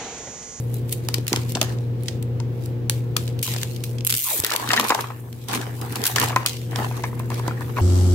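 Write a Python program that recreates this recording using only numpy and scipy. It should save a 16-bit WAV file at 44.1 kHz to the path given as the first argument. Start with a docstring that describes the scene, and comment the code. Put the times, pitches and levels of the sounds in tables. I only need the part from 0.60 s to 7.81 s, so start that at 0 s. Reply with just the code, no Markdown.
"""A small room, an appliance humming close by, hands near two spaced microphones: bass alike, treble unrelated.
First fingers pick at a plastic capsule's shrink film: noise-burst snaps, rustles and a few knocks.
From about 3.5 s the perforated strip tears: uneven cracks with a sinking band of noise, the hum low beneath.
Then the hollow segments fall open, knock (short decaying sines) and rub (resonant noise); the film crinkles
on the table to the end. The hum, steady sines with room air, follows a set level and dips briefly at set times."""
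import sys
import numpy as np
from scipy import signal
from scipy.fft import rfft, irfft, next_fast_len
from scipy.io import wavfile
from scipy.ndimage import uniform_filter1d, map_coordinates

SR = 44100
rng = np.random.default_rng(int(sys.argv[2]) if len(sys.argv) > 2 else 0)


def waveform_to_disk(signal):
    """Save audio, clipped to [-1, 1], as 16-bit WAV at the path in sys.argv[1]."""
    frames = np.transpose(np.atleast_2d(signal))
    scaled = np.clip(frames, -1, 1) * 32767
    samples = np.round(scaled).astype(np.int16)
    wavfile.write(sys.argv[1], SR, samples)


def ratio(d):
    """dB to gain"""
    e = np.asarray(d, float) / 20
    return 10 ** e


N = 317961
CLOCK = np.arange(N) / SR  # time of each sample, s

# All levels are relative: each source adds its own trim. Spectra are shapes, in dB per Hz.
# snaps of film and plastic: start_s, level_db, top_octave_db (over the level), length_ms
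SNAP_EVENTS = [(.142, -32.5, 2.5, 3.761), (.294, -32, -5, 5.16), (.325, -24, 0, 10.535),
               (.487, -13.5, -13, 2.883), (.542, -7.5, -15.5, 6.293), (.583, -25, -14, 3.94),
               (.668, -18.5, -13, 3.66), (0.68, -12, -7.5, 3.891), (.73, -3, -19, 3),
               (.761, -12.5, -19, 4.62), (.895, -31.5, -5.5, 5.095), (.921, -26, -4, 3.78),
               (0.951, -17, -32, 10.93), (.971, -20, -27.5, 3.38), (1.014, -6.5, -16.5, 6.354),
               (1.029, -10, -12.5, 2.357), (1.044, -26, -13, 3.68), (1.094, -32.5, -18, 5.51),
               (1.186, -33, -33, 4.655), (1.435, -37, 0, 3), (1.483, -18.5, -25.5, 8.31),
               (1.626, -34.5, -4, 5.44), (1.801, -25, -33, 4.924), (2.06, -31, -5, 2.417),
               (2.297, -9, -10, 3.717), (2.566, -7.5, -14.5, 5.575), (2.678, -24, -16.5, 4),
               (2.69, -30, -20, 4), (2.791, -27.5, -11, 4.737), (2.815, -34, -5, 4),
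               (2.828, -19, -2.5, 9.603), (2.877, -21, -23, 3.67), (2.938, -20, -8.5, 4.4),
               (2.963, -21, -24.5, 5), (2.985, -23, -25.5, 3.2), (3.016, -19, -21, 3),
               (3.032, -11.5, -15, 3.599), (3.162, -32, -13.5, 7.916), (3.238, -23, -7.5, 6.73),
               (3.384, -30, -20, 6.247), (3.408, -26, -28, 3.9), (3.449, -15.5, -0.5, 2.816),
               (3.468, -12, -2, 2.75), (3.473, -17.5, 1, 3.598), (3.496, -14, -8, 3.62),
               (3.503, -10, -3.5, 2.636), (3.508, -14.5, -8, 5.543), (3.525, -11.5, -8, 4.12),
               (3.54, -13.5, -9.5, 7.07), (3.55, -15, -3, 5.14), (3.801, -15, 0.5, 2.599),
               (3.837, -18, -14.5, 9.244), (3.847, -7.5, -8.5, 2.881), (3.865, -16.5, -5.5, 3.76),
               (3.904, -16.5, -11.5, 5.81), (3.92, -10.5, -21.5, 4.342), (3.937, -16, -10.5, 5.14),
               (3.962, -9.5, -9, 4.319), (4.089, -19, -17.5, 7.83), (4.115, -15, -17.5, 4.933),
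               (4.133, -12.5, -20, 9.35), (4.163, -14.5, -14.5, 5.72), (4.171, -11.5, -16, 2.774),
               (4.197, -10, -12, 7.848), (4.211, -11.5, -19, 3.493), (4.243, -19.5, -12, 5.54),
               (4.272, -23.5, -6, 2.976), (4.286, -19.5, -8, 4.155), (4.294, -17.5, -10, 6.08),
               (4.304, -15, -24.5, 9.13), (4.347, -12, -18, 5.558), (4.408, -20.5, -12, 7.154),
               (4.728, -32.5, -12, 4.556), (4.885, -22, -11, 5.7), (4.913, -22.5, -20.5, 5.964),
               (4.932, -20, -9, 4.06), (4.949, -13.5, -11, 3.666), (5.014, -24, -15, 6.32),
               (5.214, -27, -9, 5), (5.324, -27, -3, 5.3), (5.357, -19.5, -10.5, 6),
               (5.417, -20.5, -11.5, 3.967), (5.439, -14, -8.5, 4.31), (5.454, -13.5, -7.5, 7.265),
               (5.466, -18, -2.5, 9), (5.475, -18, -5.5, 5.313), (5.56, -11, -15.5, 10.53),
               (5.584, -15, -16, 3.94), (5.599, -13, -6, 5.11), (5.615, -12, -22, 5.207),
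               (5.64, -18, -7.5, 5.954), (5.685, -20.5, -9.5, 5.626), (5.761, -13, -20, 5.483),
               (5.8617, -7, -10, 4.5), (6.111, -33.5, -10, 5.284), (6.159, -11, -25, 4),
               (6.437, -21.5, -25, 4.398), (6.594, -37.5, -3, 8), (6.702, -27, -11, 5.185),
               (6.743, -27.5, -10.5, 6.3), (6.794, -25.5, -13, 3.576), (6.879, -21, -15.5, 4.5),
               (7.008, -35, -6.5, 3.815)]
# body of a snap: freq_hz, density_db
SNAP_BODY_SPECTRUM = [(400, -29), (800, -17), (1500, -6), (3000, 2.5), (5000, 1.5), (7500, -2),
                      (10000, -13), (16000, -53.5)]
# top octave of a snap: freq_hz, density_db
SNAP_TOP_SPECTRUM = [(4000, -39.5), (7000, 4), (9000, 8.5), (13000, 9.5), (15800, 5), (15900, -23.5),
                     (17000, -33)]
# the strip tears hole by hole, the freed length sounds lower as it grows:
# time_s, rate_holes_per_s, level_db, strip_pitch_hz
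TEAR_COURSE = [(3.556, 150, -17.5, 1300), (3.61, 120, -23, 1300), (3.648, 330, -25, 1220),
               (3.7, 275, -24, 900), (3.745, 290, -22.5, 500), (3.78, 400, -30, 300),
               (3.786, 400, -56.5, 300)]
# thin film under tension: freq_hz, density_db
TAUT_SPECTRUM = [(1500, -32.5), (2500, -11.5), (5000, -10.5), (7500, -3.5), (10000, -3.5), (14000, 1),
                 (15700, -5.5)]
# knocks on the hollow shell: start_s, level_db, shell_pitch_hz
KNOCK_EVENTS = [(.487, -23.5, 781.8), (.736, -17.5, 833.5), (.956, -20.5, 889), (0.97, -20.5, 738.5),
                (1.015, -15.5, 737.6), (1.029, -21, 650), (1.801, -30, 802.1), (2.297, -27, 750),
                (2.5645, -19, 1250), (2.879, -28, 900), (2.962, -27, 750), (3.847, -16, 2015),
                (3.896, -18.5, 1821), (3.915, -13, 1234), (3.95, -16, 932.9), (3.998, -24, 916.4),
                (4.074, -18, 1543), (4.105, -6.5, 1741), (4.116, -18, 1357), (4.133, -8.5, 968.9),
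                (4.139, -6, 2068), (4.166, -12.5, 1704), (4.176, -6, 1749), (4.197, -10.5, 1129),
                (4.229, -16.5, 934.9), (4.237, -19.5, 828.8), (4.302, -7, 1062), (4.306, -7, 1062),
                (4.32, -8, 955.2), (4.349, -12.5, 896.7), (4.389, -14, 1006), (4.441, -23.5, 1063),
                (4.503, -22, 1007), (5.005, -23.5, 929.1), (5.352, -27, 1063), (5.44, -18, 1856),
                (5.456, -21, 1500), (5.562, -11.5, 1090), (5.583, -10, 1846), (5.615, -19, 1096),
                (5.651, -21, 2000), (5.706, -21, 1000), (5.72, -24, 950), (5.729, -19.5, 1025),
                (5.762, -3.5, 1010), (5.772, -17, 1050), (5.854, -22, 1103), (5.862, -19, 1400),
                (6.13, -25, 800), (6.16, -19, 1010), (6.189, -17, 741.3), (6.204, -20, 780),
                (6.219, -17, 747.9), (6.312, -22, 981.4), (6.4395, -13, 969.2), (6.441, -22, 2450),
                (6.53, -27, 1103), (6.599, -26, 1150), (6.704, -25, 900), (6.717, -23, 1200),
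                (6.797, -23, 1010), (6.881, -16, 900), (6.91, -26, 1150), (7.009, -23.5, 987.9),
                (7.169, -18, 1007), (7.176, -18, 1000), (7.185, -14.5, 944.5)]
# modes of a knocked shell: multiple (of the pitch), level_db
KNOCK_MODES = [(1, 6), (.75, -3.5), (1.3, -6), (1.7, -7), (2.3, -4.5), (.5, -7.5)]
# soft bumps of palm and table: start_s, level_db, pitch_hz
BUMP_EVENTS = [(.586, -17, 330), (.7235, -12.5, 300), (0.7387, -12, 340), (.7744, -17, 320),
               (.959, -16, 330), (.975, -20, 330), (1.0175, -15, 330), (3.794, -24, 320),
               (3.803, -26, 95.33), (3.8395, -17, 423.8), (4.093, -20, 262.7), (4.3085, -20, 290),
               (4.9665, -22, 260), (5.373, -23, 350), (5.639, -26, 80), (5.764, -20, 287.6),
               (6.882, -16, 298.8)]
# rustles of the film: peak_s, level_db, rise_s and fall_s (per 20 dB), tautness_db (taut over slack)
RUSTLE_STROKES = [(0, -47, .01, .2, 10), (.15, -42, .07, .1, 4.5), (.333, -35, .06, .07, 7),
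                  (.45, -46, .15, .15, 0.5), (.548, -39, .05, .1, 2.5), (.684, -34.5, .01, .25, 2),
                  (.738, -39, .05, .25, -15.5), (.9, -41, .07, .15, 2), (.956, -39.5, .03, .1, -4),
                  (1.02, -35.5, .015, .18, -5.5), (1.488, -42, .1, .11, -5.5), (2.06, -47, .15, .08, 1),
                  (2.303, -37.5, .01, .1455, 4), (2.572, -35, .008, .1046, 4.5),
                  (2.684, -45.5, .15, .08, -3), (2.833, -25, .008, .1024, 6), (2.89, -31, .07, .33, -1),
                  (3.243, -43, .016, .2, 4), (3.305, -44, .1, .08, 2), (3.453, -38, .01, .2, 8),
                  (3.505, -27.5, .0126, .2695, 9.5), (3.6, -27, .1, .1, 8), (3.667, -28, .1335, .2456, 4),
                  (3.79, -25, .1498, .04, 7.5), (3.87, -29, .1, .3, 0), (4.0, -36, .2, .2, -2.5),
                  (4.13, -32, .15, .2, -3), (4.24, -33, .2, .2, -2), (4.31, -33, .1, .1, -3),
                  (4.44, -38, .2, .06, -3), (4.84, -49, .2, .1, -5), (4.89, -32.5, .01, .059, -10),
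                  (4.94, -32, .05, .17, -5), (5.18, -43, .1, .2, 5), (5.31, -43, .1, .15, 3),
                  (5.362, -36, .012, .12, 5), (5.468, -25, .05, .1349, 6), (5.565, -31, .0264, .1103, -4.5),
                  (5.63, -27, .0876, .13, -4), (5.767, -41, .01, .15, 0.5), (5.866, -28.5, .004, .19, -6),
                  (6.116, -47, .01, .15, -5.5), (6.168, -39.5, .03, .3, -0.5), (6.3, -46, .2, .3, 0),
                  (6.47, -47, .25, .2, 3), (6.715, -42, .013, .3, -3), (6.884, -44, .05, .06, 1.5),
                  (7.02, -46, .03, .2, 5), (7.16, -44, .05, .3, 4)]
# slack film: freq_hz, density_db
SLACK_SPECTRUM = [(900, -37), (1500, -21.5), (2200, -1), (4000, -2), (7000, -6.5), (10000, -10),
                  (15700, -27)]
# rubs on the shell: peak_s, level_db, rise_s and fall_s (per 20 dB), table_grumble_db (over the rub)
RUB_STROKES = [(.554, -43, .1676, .1311, -5), (.738, -34, .0912, .132, -2), (.963, -39.5, .0172, .1174, -2),
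               (1.028, -36.5, .03, .17, -4), (2.86, -39, .03, .25, -9), (3.7, -37, .08, .3, -15),
               (3.85, -34, .05, .12, -8), (3.94, -30, .1, .15, -12), (4.04, -34, .15, .2, -12),
               (4.14, -24, .15, .15, -9), (4.21, -25, .2, .293, -7), (4.4, -32, .1715, .1, -8),
               (4.892, -33, .008, .1867, -5), (4.95, -29, .07, .1713, -2), (5.1, -41, .1, .35, -5),
               (5.22, -35, .015, .35, -2), (5.36, -30.5, .015, .17, -2), (5.45, -32, .0939, .2621, -8),
               (5.565, -30, .0379, .0814, -5), (5.617, -26, .0919, .18, -8),
               (5.72, -38.5, .1047, .0736, -5), (5.768, -38, .01, .3, -5), (6.121, -34, .02, .1964, -2),
               (6.19, -28, .0537, .2, -4), (6.37, -38, .1, .2, -5), (6.61, -44, .1, .3, -5),
               (6.72, -36, .03, .3, -5), (6.884, -37, .2, .15, -5), (7.019, -42, .05, .33, -5),
               (7.185, -27, .0472, .3, -5)]
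# shell resonances under rubbing: center_hz, width_hz, level_db
SHELL_RESONANCES = [(454.39, 118.5, -6), (795.47, 132.5, -2), (1010, 220.8, -3.5), (1690.1, 376.87, -6.5),
                    (2300, 900, -17.5)]
# decay of the small room: freq_hz, t60_s
ROOM_DECAY = [(300, 0.5243), (2000, 0.2422), (8000, 0.222), (16000, 0.04317)]
# slow level of hum and room air: time_s, level_db
HUM_COURSE = [(0, -27), (1.2, -26.5), (2.8, -26), (2.95, -28.5), (3.54, -28), (3.6, -46.5), (3.97, -49.5),
              (4.08, -33), (4.4, -36.5), (5.0, -33.5), (5.34, -30), (5.65, -28.5), (5.78, -29),
              (5.9, -31.5), (6.16, -28), (7.21, -27)]
# brief dips of hum and room air: center_s, depth_db, half_width_s (to 1/e of the depth)
HUM_DIPS = [(.7, 9, 0.03647), (2.855, 17, 0.02389), (3.49, 9, 0.0399), (4.2, 7.5, 0.0806),
            (4.33, 19.5, 0.0278), (5.36, 10.5, 0.01107), (5.475, 13, 0.03987), (5.6, 17, 0.01159),
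            (5.86, 4, 0.02516)]
# motor shaft orders: multiple (of the shaft rate), level_db (against the mains tone)
MOTOR_ORDERS = [(1, -28.5), (2, -13), (4, -16.5), (6, -20), (7, -30.5), (8, -19)]
# other appliance tones: freq_hz, level_db (against the mains tone)
APPLIANCE_TONES = [(91.2, -26), (169.9, -36), (519.8, -25)]
# room air: freq_hz, density_db
AIR_SPECTRUM = [(30, -41), (48, -29.5), (62, -16.5), (100, -6.5), (150, -8), (185, -14.5), (370, -14.5),
                (520, -20), (560, -25.5), (820, -29.5), (1200, -37.5), (3000, -42.5), (9000, -58),
                (12500, -53), (15700, -49)]
# likeness of the two spaced microphones: freq_hz, correlation (0 to 1)
MIC_LIKENESS = [(40, 0.4914), (130, 0.6564), (290, 0.8201), (640, 0.1608), (1400, 0), (3000, 0)]
# steep treble cutoff on the steadier sounds: freq_hz, gain_db
TREBLE_CUTOFF = [(15800, 0), (15900, -40)]


def unit(x):
    """Scaled to rms 1."""
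    return x / np.sqrt(np.mean(x ** 2) + 1e-20)


def along(points, hz):
    """(Hz, value) points read on a log frequency axis."""
    f, v = np.transpose(points)
    return np.interp(np.log(hz + 1), np.log(f + 1), v)


def curves(rows):
    """One value per sample for each column after the time."""
    s, *cols = np.transpose(rows)
    return [np.interp(CLOCK, s, c) for c in cols]


def wobble(rate):
    """A smooth random curve, rate knots a second, knots of standard deviation 1."""
    knots = rng.standard_normal(int(N * rate / SR) + 4)
    return map_coordinates(knots, [np.arange(N) * rate / SR])


def filtered(x, response):
    """x through a complex response of frequency."""
    m = next_fast_len(N + 8192)
    return irfft(rfft(x, m) * response(np.fft.rfftfreq(m, 1 / SR)), m)[..., :N]


def colour(spectrum):
    """A gain response from (Hz, dB) points."""
    return lambda hz: ratio(along(spectrum, hz))


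def noise(response):
    """Stereo noise of rms 1, as alike left and right as two spaced microphones make it."""
    def mid_side_response(hz):
        angle = np.arccos(np.clip(along(MIC_LIKENESS, hz), -1, 1)) / 2
        return response(hz) * [np.cos(angle), np.sin(angle)]

    mid, side = filtered(rng.standard_normal((2, N)), mid_side_response)
    return unit(np.array([mid + side, mid - side]))


def add(track, s, sound):
    """Lays a short sound into both channels at time s."""
    part = track[:, round(s * SR):][:, :sound.shape[-1]]
    part += sound[..., :part.shape[1]]


def burst(ms, rise_ms):
    """Envelope of a crack: quick rise, then a fall reaching -20 dB at ms."""
    t_ms = np.arange(SR // 25) / SR * 1000
    return (1 - np.exp(-t_ms / rise_ms)) * ratio(-20 * (t_ms / max(ms, 1)) ** 1.5)


def snaps():
    """Each snap is a few ms of noise; thin film puts more of it in the top octave."""
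    body, top = np.zeros((2, N)), np.zeros((2, N))
    for s, db, top_db, ms in SNAP_EVENTS:
        balance = ratio(1.569 * rng.standard_normal((2, 1)))  # random level per microphone
        add(body, s - .0005, ratio(db - 1.5) * balance * burst(ms, rise_ms=0.55))
        add(top, s - .0005, ratio(db + top_db + 6.5) * balance * burst(1.0133 * ms, rise_ms=0.35))
    return body * noise(colour(SNAP_BODY_SPECTRUM)) + top * noise(colour(SNAP_TOP_SPECTRUM))


def tear():
    """Bridges between the holes break one by one at an uneven pace; the freed strip and its edge resonate."""
    rate, db, strip_hz = curves(TEAR_COURSE)
    start_s, end_s = TEAR_COURSE[0][0], TEAR_COURSE[-1][0]
    pace = rate * (CLOCK > start_s) * ratio(3 * wobble(150))
    breaks = np.diff(np.floor(np.cumsum(pace) / SR), prepend=0)  # a pulse at each whole hole
    breaks = breaks * ratio(db + 13.5 + 0.645 * wobble(220))
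    cracks = signal.fftconvolve(breaks, burst(2.3968, rise_ms=1.0))[:N] * noise(colour(TAUT_SPECTRUM))
    freed = ratio(db) * np.clip((CLOCK - 3.642) / .012, 0, 1) * (CLOCK < end_s)  # strip free from 3.642 s
    strip = ratio(-17.5) * swish(strip_hz, width_hz=200)
    edge_hz = 2280 * ratio(.5 * wobble(20))  # the torn edge wavers in pitch
    edge = ratio(-19) * swish(edge_hz, width_hz=450)
    return freed * (strip + edge) + cracks


def swish(hz, width_hz):
    """Narrow noise of rms 1 around a moving frequency: slow noise turns a sine and a cosine."""
    a, b = filtered(rng.standard_normal((2, N)), lambda f: 1 / (1 + (2 * f / width_hz) ** 2))
    phase = 2 * np.pi * np.cumsum(hz) / SR
    return unit(a * np.cos(phase) + b * np.sin(phase))


def knocks():
    """Each contact swells for a ms or two as it flattens, ringing shell modes; then it chatters on other spots."""
    contact_ms, knock_cycles = 3.3162, 2.18  # these two make the time in which a knock falls 17 dB
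    chatter_ms, chatter_db = 5, -9.5  # loose halves touch again: mean gap, level step per contact
    out, t = np.zeros((2, N)), np.arange(SR // 40) / SR
    late = t - 0.00011 * np.arange(2)[:, None]  # s: the right microphone is farther, hears each mode late
    multiples, levels_db = np.transpose(KNOCK_MODES)
    count = len(multiples)
    # as many small modes again, scattered around 1.2 times the pitch
    centers = np.append(multiples, np.full(count, 1.2))[:, None, None]
    spread_octaves = np.repeat([.1, .55], count)[:, None, None]
    mode_db = np.append(levels_db, np.full(count, -7))[:, None, None]
    for s, db, hz in KNOCK_EVENTS:
        life = 1000 * t / (contact_ms + 1000 * knock_cycles / hz)
        swell = (1 - np.exp(-(life / 0.31) ** 2)) * ratio(-17 * life)
        gaps, sizes = rng.random((2, 3))
        delays = np.append(0, np.cumsum((.5 + gaps) * chatter_ms / 1000))
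        gains = np.append(1, ratio(chatter_db * np.arange(1, 4)) * (.5 + sizes))
        for delay, gain in zip(delays, gains):
            strength, shift, phase = rng.standard_normal((3, 2 * count, 1, 1))
            mode_hz = hz * centers * 2 ** (shift * spread_octaves)
            modes = ratio(mode_db + 2.3 * strength) * np.sin(2 * np.pi * mode_hz * late + 2 * phase)
            ring = np.sum(modes, axis=0)
            add(out, s - .001 + delay, gain * ratio(db - 1.5) * ratio([[1.1], [-1.1]]) * swell * ring)
    return out


def bumps():
    """A soft bump of palm or table is one dull swing, a sine falling 60 dB in 4.5 cycles."""
    out, t = np.zeros((2, N)), np.arange(SR // 12) / SR
    for s, db, hz in BUMP_EVENTS:
        fall = ratio(db + 6 - 60 * t * hz / 4.5)
        add(out, s - .002, fall * np.sin(2 * np.pi * hz * t) * (1 - np.exp(-t / 0.0008)))
    return out


def sliding():
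    """Skin hisses on film, brighter when taut; on the shell it drives resonances in slips, the table grumbling."""
    grip_film_db, grip_rub_db = -80, -63  # faint skin contact between the strokes
    crinkle = crackle(230, share=1.5, ms=2.3)
    slips = crackle(300, share=1.1, ms=3.5)
    taut = 1 / (1 + ratio(-2 * np.transpose(RUSTLE_STROKES)[4]))  # share of the power
    film = strokes(RUSTLE_STROKES, taut, grip_film_db) * noise(colour(TAUT_SPECTRUM))
    film = film + strokes(RUSTLE_STROKES, 1 - taut, grip_film_db) * noise(colour(SLACK_SPECTRUM))
    film = ratio(1.4276 * wobble(33)) * crinkle * film
    rub = strokes(RUB_STROKES, np.ones(len(RUB_STROKES)), grip_rub_db) * slips * shell()
    grumble = noise(colour([(120, -36.5), (220, 1.0), (420, -1), (700, -28.5)]))
    table = strokes(RUB_STROKES, ratio(2 * np.transpose(RUB_STROKES)[4]), -70) * grumble
    return film + ratio(2.3 * wobble(40)) * (rub + table)


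def crackle(rate, share, ms):
    """A gain of rms 1 made of dense small cracks (rate per second, on average) over a steady part."""
    cracks = (rng.random(N) < rate / SR) * ratio(4 * rng.standard_normal(N))
    return unit(1 + share * signal.oaconvolve(cracks, burst(ms, 0.2766))[:N])


def strokes(rows, shares, rest_db):
    """Gain of strokes that rise and fall evenly in dB; their powers add, each weighted by its share."""
    peak_s, db, rise, fall = np.transpose(rows)[:4, :, None]
    grid_s = np.arange(0, N / SR + .01, .001)
    before = (peak_s - grid_s) / np.clip(rise, .003, .35)
    after = (grid_s - peak_s) / np.clip(fall, .003, .35)
    power = shares @ ratio(2 * (db - 20 * np.maximum(before, after)))
    return np.interp(CLOCK, grid_s, np.sqrt(power + ratio(2 * rest_db)))


def shell():
    """Noise in the shell's resonances; each one swells and fades on its own as the grip shifts."""
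    def resonance(center, width):
        return lambda f: 1j * f * width / (center * center - f * f + 1j * f * width)

    return unit(sum(ratio(db + 3 * wobble(30)) * np.sqrt(width) * noise(resonance(center, width))
                    for center, width, db in SHELL_RESONANCES))


def patchy(x, depth_db):
    """Resonances of flexing plastic come and go: random gain patches a few hundred Hz wide."""
    z = signal.stft(x, nperseg=512)[2]
    field = uniform_filter1d(rng.standard_normal(z.shape[1:]), size=4, axis=0)  # over frequency
    field = uniform_filter1d(field, size=9, axis=1)  # over time
    return signal.istft(z * ratio(depth_db * unit(field)), nperseg=512)[1][:, :N]


def room(x):
    """The walls answer after a few ms with decaying noise; each frequency dies at its own speed."""
    hz, t, z = signal.stft(rng.standard_normal((2, SR // 2)), SR, nperseg=256)
    decay = ratio(-60 * t / along(ROOM_DECAY, hz)[:, None])
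    tail = signal.istft(z * decay, SR, nperseg=256)[1]
    tail = tail * (1 - np.exp(-(np.arange(tail.shape[1]) / SR / 0.001575) ** 2))
    return signal.fftconvolve(x, tail / np.linalg.norm(tail[0]), axes=1)[:, :N]


def ambience():
    """Mains tone, motor orders and other tones are steady sines that rise and sink together with room air."""
    mains_hz, shaft_hz = 119.97, 59.08
    lines = [(mains_hz, 0)] + [(k * shaft_hz, db) for k, db in MOTOR_ORDERS] + APPLIANCE_TONES
    hum = sum(ratio(db) * np.sin(2 * np.pi * (hz * CLOCK + rng.random())) for hz, db in lines)
    hum = hum * np.sqrt(2)  # mains tone at rms 1
    air = ratio(-7.5 + 0.3105 * wobble(14)) * noise(colour(AIR_SPECTRUM))
    dips_db = sum(db * np.exp(-((CLOCK - s) / half) ** 2) for s, db, half in HUM_DIPS)
    return ratio(curves(HUM_COURSE)[0] - dips_db) * (hum * ratio([[.9], [-.9]]) + air)


def scene():
    """Handling near the microphones, room tail and hum; direct snaps, knocks and bumps skip the treble cutoff."""
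    lean = ratio([[0.1175], [-0.1175]])  # dB: the hands work a little nearer the left microphone
    cracks = lean * snaps()
    blows = filtered(knocks() + bumps(), lambda hz: 1 / (1 + (55 / (hz + 1)) ** 4))  # bass cut near 55 Hz
    handling = patchy(lean * (tear() + sliding()), depth_db=2.5)
    tail = room(ratio(-14) * (cracks + blows))
    return cracks + blows + filtered(handling + tail + ambience(), colour(TREBLE_CUTOFF))


def roll_off(x):
    """The treble ends steeply here."""
    return signal.sosfilt(signal.butter(12, 16990, fs=SR, output="sos"), x)


def record(dry):
    """Soft clipping rounds the highest peaks of the two microphone channels."""
    mix = dry / (1 + np.abs(dry) ** 6) ** (1 / 6)
    return roll_off(mix)


dry = scene()
out = record(dry)
waveform_to_disk(out)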